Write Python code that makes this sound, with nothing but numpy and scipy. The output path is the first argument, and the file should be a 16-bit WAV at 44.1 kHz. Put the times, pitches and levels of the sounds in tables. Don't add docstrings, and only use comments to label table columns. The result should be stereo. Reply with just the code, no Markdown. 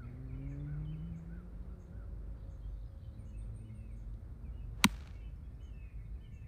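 import sys
import numpy as np
from scipy import signal
from scipy.fft import rfft, irfft, next_fast_len
from scipy.io import wavfile
from scipy.ndimage import map_coordinates

SR = 44100
rng = np.random.default_rng(int(sys.argv[2]) if len(sys.argv) > 2 else 0)


def pcm_store(signal):
    levels = np.round(np.clip(np.atleast_2d(signal), -1, 1) * 32767)
    wavfile.write(sys.argv[1], SR, levels.astype(np.int16).T)


N = 285588
TIME = np.arange(N) / SR
CONTACT_S = 4.8422
DIG_S = CONTACT_S + 0.0062

# freq_hz, level_db
GRASS_COLOUR = [(300, -35), (600, -7), (1400, -4.5), (3000, -12.5), (6500, -19.5), (10000, -38),
                (16000, -59)]


def amp(db):
    return 10 ** (np.asarray(db) / 20)


def unit(x):
    return x / np.sqrt(np.mean(x ** 2) + 1e-20)


def phase(hz):
    return 2 * np.pi * np.cumsum(hz) / SR


def along(points, hz):
    freqs, values = np.transpose(points)
    return np.interp(np.log(hz + 1), np.log(freqs + 1), values)


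def curves(rows):
    times, *columns = np.transpose(rows)
    return [np.interp(TIME, times, column) for column in columns]


def wobble(rate):
    return map_coordinates(rng.standard_normal(int(N * rate / SR) + 4), [TIME * rate])


def tent(start_s, end_s, db, rise_db_s=0, fall_db_s=0):
    early, late = np.maximum(start_s - TIME, 0), np.maximum(TIME - end_s, 0)
    return amp(db - rise_db_s * early - fall_db_s * late)


def filtered(x, response):
    edge, size = SR // 10, next_fast_len(N + SR // 2)
    padded = np.pad(x, [(0, 0), (edge, edge)], "reflect")
    spectrum = rfft(padded, size) * response(np.fft.rfftfreq(size, 1 / SR))
    return irfft(spectrum, size)[..., edge:edge + N]


def bandpass(x, order, band_hz):
    return signal.lfilter(*signal.butter(order, band_hz, "bandpass", fs=SR), x)


def panned(x, balance):
    return filtered(x, lambda hz: amp(along(balance, hz) * [[.5], [-.5]]))


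def rush(colour, likeness):
    def mid_side_gains(hz):
        angle = np.arccos(np.clip(along(likeness, hz), -1, 1)) / 2
        return amp(along(colour, hz)) * [np.cos(angle), np.sin(angle)]
    mid, side = filtered(rng.standard_normal((2, N)), mid_side_gains)
    return unit(np.array([mid + side, mid - side]))


def add(out, start_s, sound, pan_db=0):
    at = round(start_s * SR)
    part = out[:, max(at, 0):][:, :sound.shape[-1] + min(at, 0)]
    stereo = amp([[pan_db / 2], [-pan_db / 2]]) * sound
    part += stereo[:, max(-at, 0):][:, :part.shape[1]]


def during(curve, start_s, length_s):
    return curve[round(abs(start_s) * SR):][:round(length_s * SR)]


def note(pitch, db):
    envelope = np.abs(np.sin(np.linspace(0, np.pi, len(pitch)))) ** 0.49
    return amp(db) * np.sqrt(2) * envelope * np.sin(phase(pitch))


def woods(x, dry_db, wet_db, t60_s):
    t = np.arange(round(.6 * SR)) / SR
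    tail = rng.standard_normal((2, len(t))) * amp(-60 * t / t60_s)
    blur = unit(1 + 1.3 * wobble(250))
    wet = signal.fftconvolve(blur * x, tail / np.linalg.norm(tail[0]), axes=1)[:, :N]
    return amp(dry_db) * x + amp(wet_db) * wet


def air():
    # time_s, rumble_db, leaves_and_traffic_db
    levels = [(0.0, -47.5, -62.5), (0.83, -46, -60.5), (1.49, -48, -61), (2.29, -50, -65.5),
              (4.02, -50.5, -65.5), (5.1, -48, -64.5), (6.48, -51, -70)]
    # freq_hz, level_db
    rumble_colour = [(15, -25.5), (30, -14.5), (42, -8), (65, -2.5), (110, -10), (180, -19), (320, -37),
                     (500, -55), (1000, -120)]
    leaves_colour = [(150, -30.5), (250, -3), (339, -7.5), (493, -9), (541, -10.5), (838, -16.5),
                     (1350, -18), (2670, -30.5), (3520, -39), (6000, -49.5), (7800, -79.5), (13200, -120)]
    hiss_colour = [(2060, -28), (3500, -2.5), (4460, -2.5), (7230, -8.5), (9260, -2), (10500, -8),
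                   (11300, -19), (13700, -2), (16000, -24)]
    # freq_hz, correlation
    likeness = [(60, 0.93), (130, 0.93), (290, 0.86), (640, 0.088), (1410, -0.033), (3100, -0.46),
                (6820, 0.21), (15000, -0.06)]
    # freq_hz, pan_db
    balance = [(60, -3.5), (240, -0.5), (950, 0), (3770, 1), (15000, -7)]
    rumble_db, leaves_db = curves(levels)
    gust = wobble(2.3)
    rumble = amp(rumble_db + 0.92 * gust) * rush(rumble_colour, likeness)
    leaves = amp(leaves_db + .8 * gust + .7 * wobble(11)) * rush(leaves_colour, likeness)
    hiss = amp(-83) * rush(hiss_colour, [(1000, 0.042)])
    return panned(rumble + leaves, balance) + hiss


def hum(pitch_hz=51, level_db=-49, swell_db=3.5):
    swell = amp(swell_db * wobble(7.5))
    return amp(level_db) * unit(swell * np.sin(phase(pitch_hz + 1.8 * wobble(8.2))))


def whines(fade_db_s=60.5):
    # start_s, end_s, pitch_hz, level_db
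    tones = [(2.095, 3.4, 539, -73), (3.7, 4.2, 544.3, -75.5), (5.6, 5.8, 1775, -83),
             (6.33, 6.41, 1780, -82)]
    out = np.zeros(N)
    for start_s, end_s, hz, db in tones:
        tone = amp(4 * wobble(16)) * np.sin(phase(hz * (1 + .006 * wobble(28))))
        out += tent(start_s, end_s, db, fade_db_s, fade_db_s) * unit(tone)
    return out


def engine():
    # time_s, firing_hz, level_db, loss_per_order_db, flutter_db
    drive = [(0, 119.3, -53, -2, 1), (.4, 135.5, -48, 1, 1.5), (.6, 142.4, -47.5, -1, 1.5),
             (.8, 150.9, -45, 7, 1), (1.1, 162.3, -46.5, 7, 1.5), (1.4, 172.5, -57.5, 0.5, 2.5),
             (2.2, 190.4, -59, 3, 3), (2.4, 180.3, -70, 11, 4), (2.75, 110, -64.5, 8, 3.5),
             (2.95, 107.8, -52, 5.5, 3), (3.4, 107.2, -53, -1, 3), (3.8, 109.3, -51, -1, 3),
             (4.2, 112.9, -53, 7.5, 2.5), (4.6, 115.7, -55.5, 6, 3), (5.1, 117.1, -66.5, 6.5, 3),
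             (6.48, 110.5, -58, 17, 3)]
    orders = [0, -10, -17.5, -29.5]
    # freq_hz, gain_db
    exhaust = [(110, -1.5), (150, 3), (188, -3.5), (225, 1.5), (272, 6), (330, -4), (425, 0), (480, -11),
               (565, 7.5), (650, -13)]
    firing_hz, level_db, loss_db, flutter_db = curves(drive)
    firing = phase(firing_hz * (1 + .015 * wobble(18)))
    out = np.zeros(N)
    for order, order_db in enumerate(orders, start=1):
        db = level_db + order_db - (order - 1) * loss_db + along(exhaust, order * firing_hz)
        db += flutter_db * (.6 * wobble(7.7) + wobble(22))
        jitter = flutter_db / 3.5 * wobble(16)
        out += amp(db) * np.sqrt(2) * np.sin(order * firing + jitter)
    return out


def ticks(t60_s=0.012):
    # start_s, level_db, centre_hz
    puffs = [(4.14, -57.5, 3300), (5.0745, -61, 8000), (5.13, -67, 8500), (5.36, -68, 10500)]
    out, t = np.zeros((2, N)), np.arange(SR // 100) / SR
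    for start_s, db, hz in puffs:
        puff = amp(db - 60 * t / t60_s) * rng.standard_normal((2, len(t)))
        add(out, start_s, bandpass(puff, 2, [.6 * hz, 1.45 * hz]))
    return out


def chirps(centre_hz, spread, count):
    out = np.zeros((2, N))
    for when, high, slide, loud, side, length in rng.random((count, 6)):
        glide = np.linspace(1, 1.12 - 0.53 * slide, round((0.008 + 0.012 * length) * SR))
        pitch = centre_hz * np.exp(spread * (2 * high - 1)) * glide
        add(out, when * N / SR, note(pitch, 9 * loud), pan_db=8 * (side - .5))
    return unit(woods(out, dry_db=-8, wet_db=0, t60_s=.4))


def far_chatter(rasp):
    # time_s, low_voices_db, high_voices_db
    levels = [(0, -69.5, -86), (.7, -76.5, -91), (1.2, -81.5, -91), (2.2, -100, -93), (2.4, -100, -84),
              (2.9, -93, -82), (3.6, -79.5, -86), (4.3, -90.5, -91.5), (6.48, -75.5, -93)]
    low_db, high_db = curves(levels)
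    low = amp(low_db) * chirps(2350, spread=.115, count=500)
    high = amp(high_db) * rasp * chirps(4000, spread=.17, count=800)
    return low + high


def bird_peeps(quaver, roughness):
    # start_s, length_s, pitch_hz, level_db, glide_hz
    peeps = [(.595, 0.018, 3500, -71.5, 100), (2.615, 0.058, 3210, -76.5, 152),
             (2.665, 0.11, 6200, -90, 182), (2.64, 0.018, 4520, -83, 100), (2.72, .02, 4500, -82, -100),
             (2.8, 0.019, 4450, -83, -200), (2.845, 0.08, 4963, -81, -420), (2.9, .045, 3250, -82, -300),
             (2.74, .03, 3720, -82, 0), (2.86, 0.013, 3980, -83, 0), (2.99, 0.061, 4010, -83, 200),
             (3.025, 0.051, 3080, -76, -150), (3.115, .08, 3950, -83, -150), (3.41, 0.028, 3600, -76, 203),
             (3.525, 0.03, 4037, -78, 0), (4.09, .02, 8250, -82, 0), (5.436, 0.031, 3290, -76.5, -50),
             (6.0, 0.029, 2000, -73, 60), (6.052, 0.02, 3680, -77.5, 0)]
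    # start_s, level_db
    pips = [(5.355, -84), (5.449, -89), (5.54, -88), (5.635, -86), (5.73, -85)]
    calls = peeps + [(s, .02, 5320, db, 300) for s, db in pips]
    out = np.zeros((2, N))
    for start_s, length_s, hz, db, glide_hz in calls:
        pitch = hz + glide_hz * np.linspace(-.5, .5, round(length_s * SR))
        add(out, start_s, note(pitch * during(quaver, start_s, length_s), db))
    return woods(roughness * out, dry_db=-5.5, wet_db=-5, t60_s=.35)


def bird_buzzes():
    # start_s, level_db
    buzzes = [(.468, -79), (1.142, -78.5), (1.775, -80.5), (2.485, -79.5), (3.235, -79), (3.945, -82),
              (5.605, -81), (6.31, -79)]
    # start_s, pitch_hz, level_db
    trill = [(3.179, 8970, -74), (3.362, 8710, -70.5), (3.534, 8840, -70.5), (3.736, 8860, -71.5),
             (3.905, 8620, -77.5)]
    warble = np.sin(phase(110 + 45 * wobble(78)))
    out = np.zeros((2, N))

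    def buzz(start_s, hz, db, length_s, width_hz, dwell, pan_db):
        bend = during(warble, start_s, length_s)
        tone = note(hz + width_hz * (bend + dwell * bend ** 2), db - 5 * dwell * bend)
        add(out, start_s, tone * np.hanning(len(bend)) ** 0.5, pan_db)

    for start_s, db in buzzes:
        buzz(start_s, 6760, db, length_s=0.078, width_hz=640, dwell=.5, pan_db=-2)
    for start_s, hz, db in trill:
        buzz(start_s, hz, db, length_s=0.051, width_hz=260, dwell=0, pan_db=-1.5)
    return woods(out, dry_db=-4.5, wet_db=2, t60_s=0.3)


def bird_whistles(quaver, rasp, hoarse, song_pan_db=4.5, fall_hz_per_s=1400, rasp_below_hz=1800):
    # start_s, level_db, second_after_s, second_db
    low_calls = [(-.08, -57.5, 0.4, -69), (0.662, -64.5, 0.35, -73), (1.289, -64.5, .405, -73),
                 (1.919, -66, 0.41, -75)]
    # start_s, length_s, pitch_hz, level_db
    arches = [(5.597, 0.115, 3028, -70.5), (6.202, 0.08, 3075, -69)]
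    held = [(0.344, 0.045, 2990, -75), (0.857, 0.09, 3050, -67), (0.95, 0.17, 2990, -76),
            (3.266, 0.078, 2900, -78), (3.328, 0.053, 2590, -72), (3.641, 0.066, 2960, -75),
            (4.521, 0.11, 2877, -76), (4.597, 0.058, 2604, -71), (5.133, 0.049, 2220, -69),
            (5.2, 0.048, 2330, -70), (5.825, .03, 2170, -74), (6.309, 0.077, 2277, -74.5)]
    chips = [(0.07, 0.05, 2560, -73), (0.289, 0.041, 2560, -67.5), (0.392, 0.13, 2505, -71),
             (0.51, 0.038, 2560, -68), (0.848, 0.013, 3680, -70), (0.932, 0.019, 2930, -67),
             (0.924, .04, 2560, -72), (1.125, 0.035, 2590, -67.5), (3.175, 0.055, 2600, -76),
             (3.886, 0.065, 2535, -71.5), (4.441, 0.065, 2630, -72.5), (5.89, 0.038, 2550, -79),
             (6.23, .07, 2520, -76), (6.44, 0.042, 2500, -74)]
    falls = [(3.737, 0.18, 2760, -74.5), (5.151, 0.16, 2758, -71.5), (5.2, 0.096, 3083, -72.5),
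             (5.718, 0.22, 2716, -68), (6.32, 0.14, 2740, -71.5)]
    low_arch = (.88, 1, .94, .81)
    arch, hook, level = (.95, 1, .98, .9), (1, .89, .85), (.985, 1, .995)
    out = np.zeros((2, N))

    def whistle(start_s, length_s, hz, db, contour, pan_db):
        curve = np.polyfit(np.linspace(0, 1, len(contour)), contour, len(contour) - 1)
        bend = np.polyval(curve, np.linspace(0, 1, round(length_s * SR)))
        pitch = hz * bend * during(quaver, start_s, length_s)
        flutter = during(rasp, start_s, length_s) if hz < rasp_below_hz else 1
        add(out, start_s, flutter * note(pitch, db), pan_db)

    for start_s, db, after_s, second_db in low_calls:
        whistle(start_s, length_s=0.14, hz=1522, db=db, contour=low_arch, pan_db=-7.5)
        whistle(start_s + after_s, length_s=0.065, hz=1370, db=second_db, contour=level, pan_db=2)
    for notes, contour in (arches, arch), (held, level), (chips, hook):
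        for row in notes:
            whistle(*row, contour, song_pan_db)
    for start_s, length_s, hz, db in falls:
        contour = 1 - fall_hz_per_s * length_s / hz * np.array([0, .5, 1])
        whistle(start_s, length_s, hz, db, contour, song_pan_db)
    return woods(hoarse * out, dry_db=-4.5, wet_db=-8.5, t60_s=.7)


def birds():
    quaver = np.pad(1 + .005 * wobble(90) + .008 * wobble(350), (0, SR), "edge")
    rasp = unit(amp(3 * wobble(260)))
    hoarse = amp(2 * wobble(60) + 1.2 * wobble(300))
    calls = bird_peeps(quaver, rasp * hoarse) + bird_buzzes() + bird_whistles(quaver, rasp, hoarse)
    return far_chatter(rasp) + calls


def grit(count=200, thinning_s=.12):
    out, cycles = np.zeros((2, N)), np.linspace(0, 1.5, 48)
    pulse = np.sin(2 * np.pi * cycles) * np.hanning(48) ** 1.5
    for when, high, loud, side in rng.random((count, 4)):
        delay_s = -thinning_s * np.log(1 - .93 * when)
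        pitch_hz = 1700 * 2.8 ** high
        db = -59 - 4.5 * np.log(1 - .97 * loud) - 25 * delay_s
        click = np.interp(np.arange(48) * pitch_hz / SR, cycles, pulse, right=0)
        add(out, DIG_S + delay_s, amp(db) * click, pan_db=8 * (side - .5))
    return out


def turf_spray():
    grains = amp(3 * wobble(220) + 0.68 * wobble(24))
    tear = tent(DIG_S, DIG_S, -35.5, fall_db_s=3198.5)
    trail = tent(DIG_S, DIG_S, -60.5, fall_db_s=30.5) * tent(0, DIG_S + 0.25, 0, fall_db_s=60)
    grass = (tear + trail) * rush(GRASS_COLOUR, [(1000, .55)])
    # freq_hz, level_db
    fizz_colour = [(4000, -19), (7000, -8), (8800, -1), (11200, -19.5), (13000, -5.5), (14800, -9.5),
                   (15400, -33)]
    fizz = tent(DIG_S, DIG_S, -62.5, fall_db_s=129.5) * rush(fizz_colour, [(1000, .3)])
    return (TIME > DIG_S) * grains * (grass + fizz)


def swing():
    # freq_hz, level_db
    swish_colour = [(150, -30), (400, 1), (1500, -8.5), (3000, -20), (7000, -29), (15000, -46.5)]
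    near_mono = [(1000, 0.99)]
    brush = (TIME < CONTACT_S) * tent(CONTACT_S, CONTACT_S, -37.5, rise_db_s=3499.5)
    swish = tent(CONTACT_S, CONTACT_S, -53.5, rise_db_s=259.5, fall_db_s=1298.5)
    return brush * rush(GRASS_COLOUR, near_mono) + swish * rush(swish_colour, near_mono)


def strike():
    # pitch_hz, level_db, start_ms, swell_ms, narrowness, right_lead_ms
    modes = [(213, -16.5, 2.1, 9.3, 4.8, 0.47), (208, -35, 22, 5, 6, 0.16), (367, -34, 3, 4, 1.8, 0.13),
             (92, -33.5, 2, 16, 3.5, 0), (556, -37, 1.8, 3.6, 5.7, .15), (4990, -28, 0.15, 0.53, 2, 0),
             (1010, -18, 1.1, 2.9, 4.9, 0), (1450, -23, 0.55, 1.5, 1.4, 0.037),
             (2070, -12.5, 0.2, 1.1, 3.5, 0.039), (3010, -13.5, 0.15, 0.67, 3, 0.024),
             (3900, -18, 0.026, 1.0, 1.1, .027), (4400, -23, .1, 0.99, 1.1, .027),
             (5980, -21.5, 0.13, 1.3, 2, 0.022), (6640, -29.5, 0.056, 0.88, 0.72, 0.033),
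             (7870, -30, 0.11, .6, 1.4, 0.054), (8380, -21.5, 0.022, 0.46, 1, 0.011),
             (8900, -23.5, 0.052, .8, 1.7, 0), (13300, -18, 0.046, 0.68, 3.2, 0.029),
             (14300, -27, 0.022, .5, 2.4, 0.00073)]
    # delay_ms, gain_db
    bounces = [(2.2, -11.5), (4.3, -18), (5.4, -23.5), (7.5, -28)]
    # start_s, level_db
    echoes = [(4.869, -46), (4.967, -52), (5.0062, -48.5), (5.074, -45.5), (5.1097, -61.5), (5.155, -59)]
    # freq_hz, pan_db
    balance = [(150, -1.5), (500, -1.5), (1050, 0), (2100, 2), (4000, 1.5), (8400, -0.5), (13000, -1)]
    t = np.arange(SR // 10) / SR
    out, click = np.zeros((2, N)), np.zeros((2, len(t)))
    for hz, db, start_ms, swell_ms, narrowness, lead_ms in modes:
        onsets_s = np.array([[start_ms + lead_ms], [start_ms]]) / 1000
        age_s = np.maximum(t - onsets_s, 0)
        swell = age_s / swell_ms * 1000
        envelope = (swell * np.exp(1 - swell)) ** narrowness
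        click += amp(db) * envelope * np.sin(2 * np.pi * hz * age_s)
    noise = rng.standard_normal(len(t)) + 0.21 * rng.standard_normal((2, len(t)))
    crack = amp(-23.5 - 60 * t / 0.018) * noise
    add(out, CONTACT_S, click + crack)
    bright = bandpass(click * amp(-60 * t / .008), 2, [1500, 14000])
    for delay_ms, db in bounces:
        add(out, CONTACT_S + delay_ms / 1000, amp(db) * bright)
    dulled = bandpass((click + 3 * crack) * amp(-60 * t / .012), 3, [900, 6000])
    for start_s, db in echoes:
        add(out, start_s, amp(db) * dulled / np.abs(dulled).max())
    return panned(out, balance)


def scene():
    shot = strike() + turf_spray() + swing() + grit()
    machines = (engine() + hum()) * amp([[-1.4], [1.4]]) + whines()
    return shot + machines + air() + birds() + ticks()


def record(dry, top_hz=16360):
    return filtered(dry, lambda hz: np.clip((top_hz - hz) / 200, 0, 1) ** 2)


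dry = scene()
out = record(dry)
pcm_store(out)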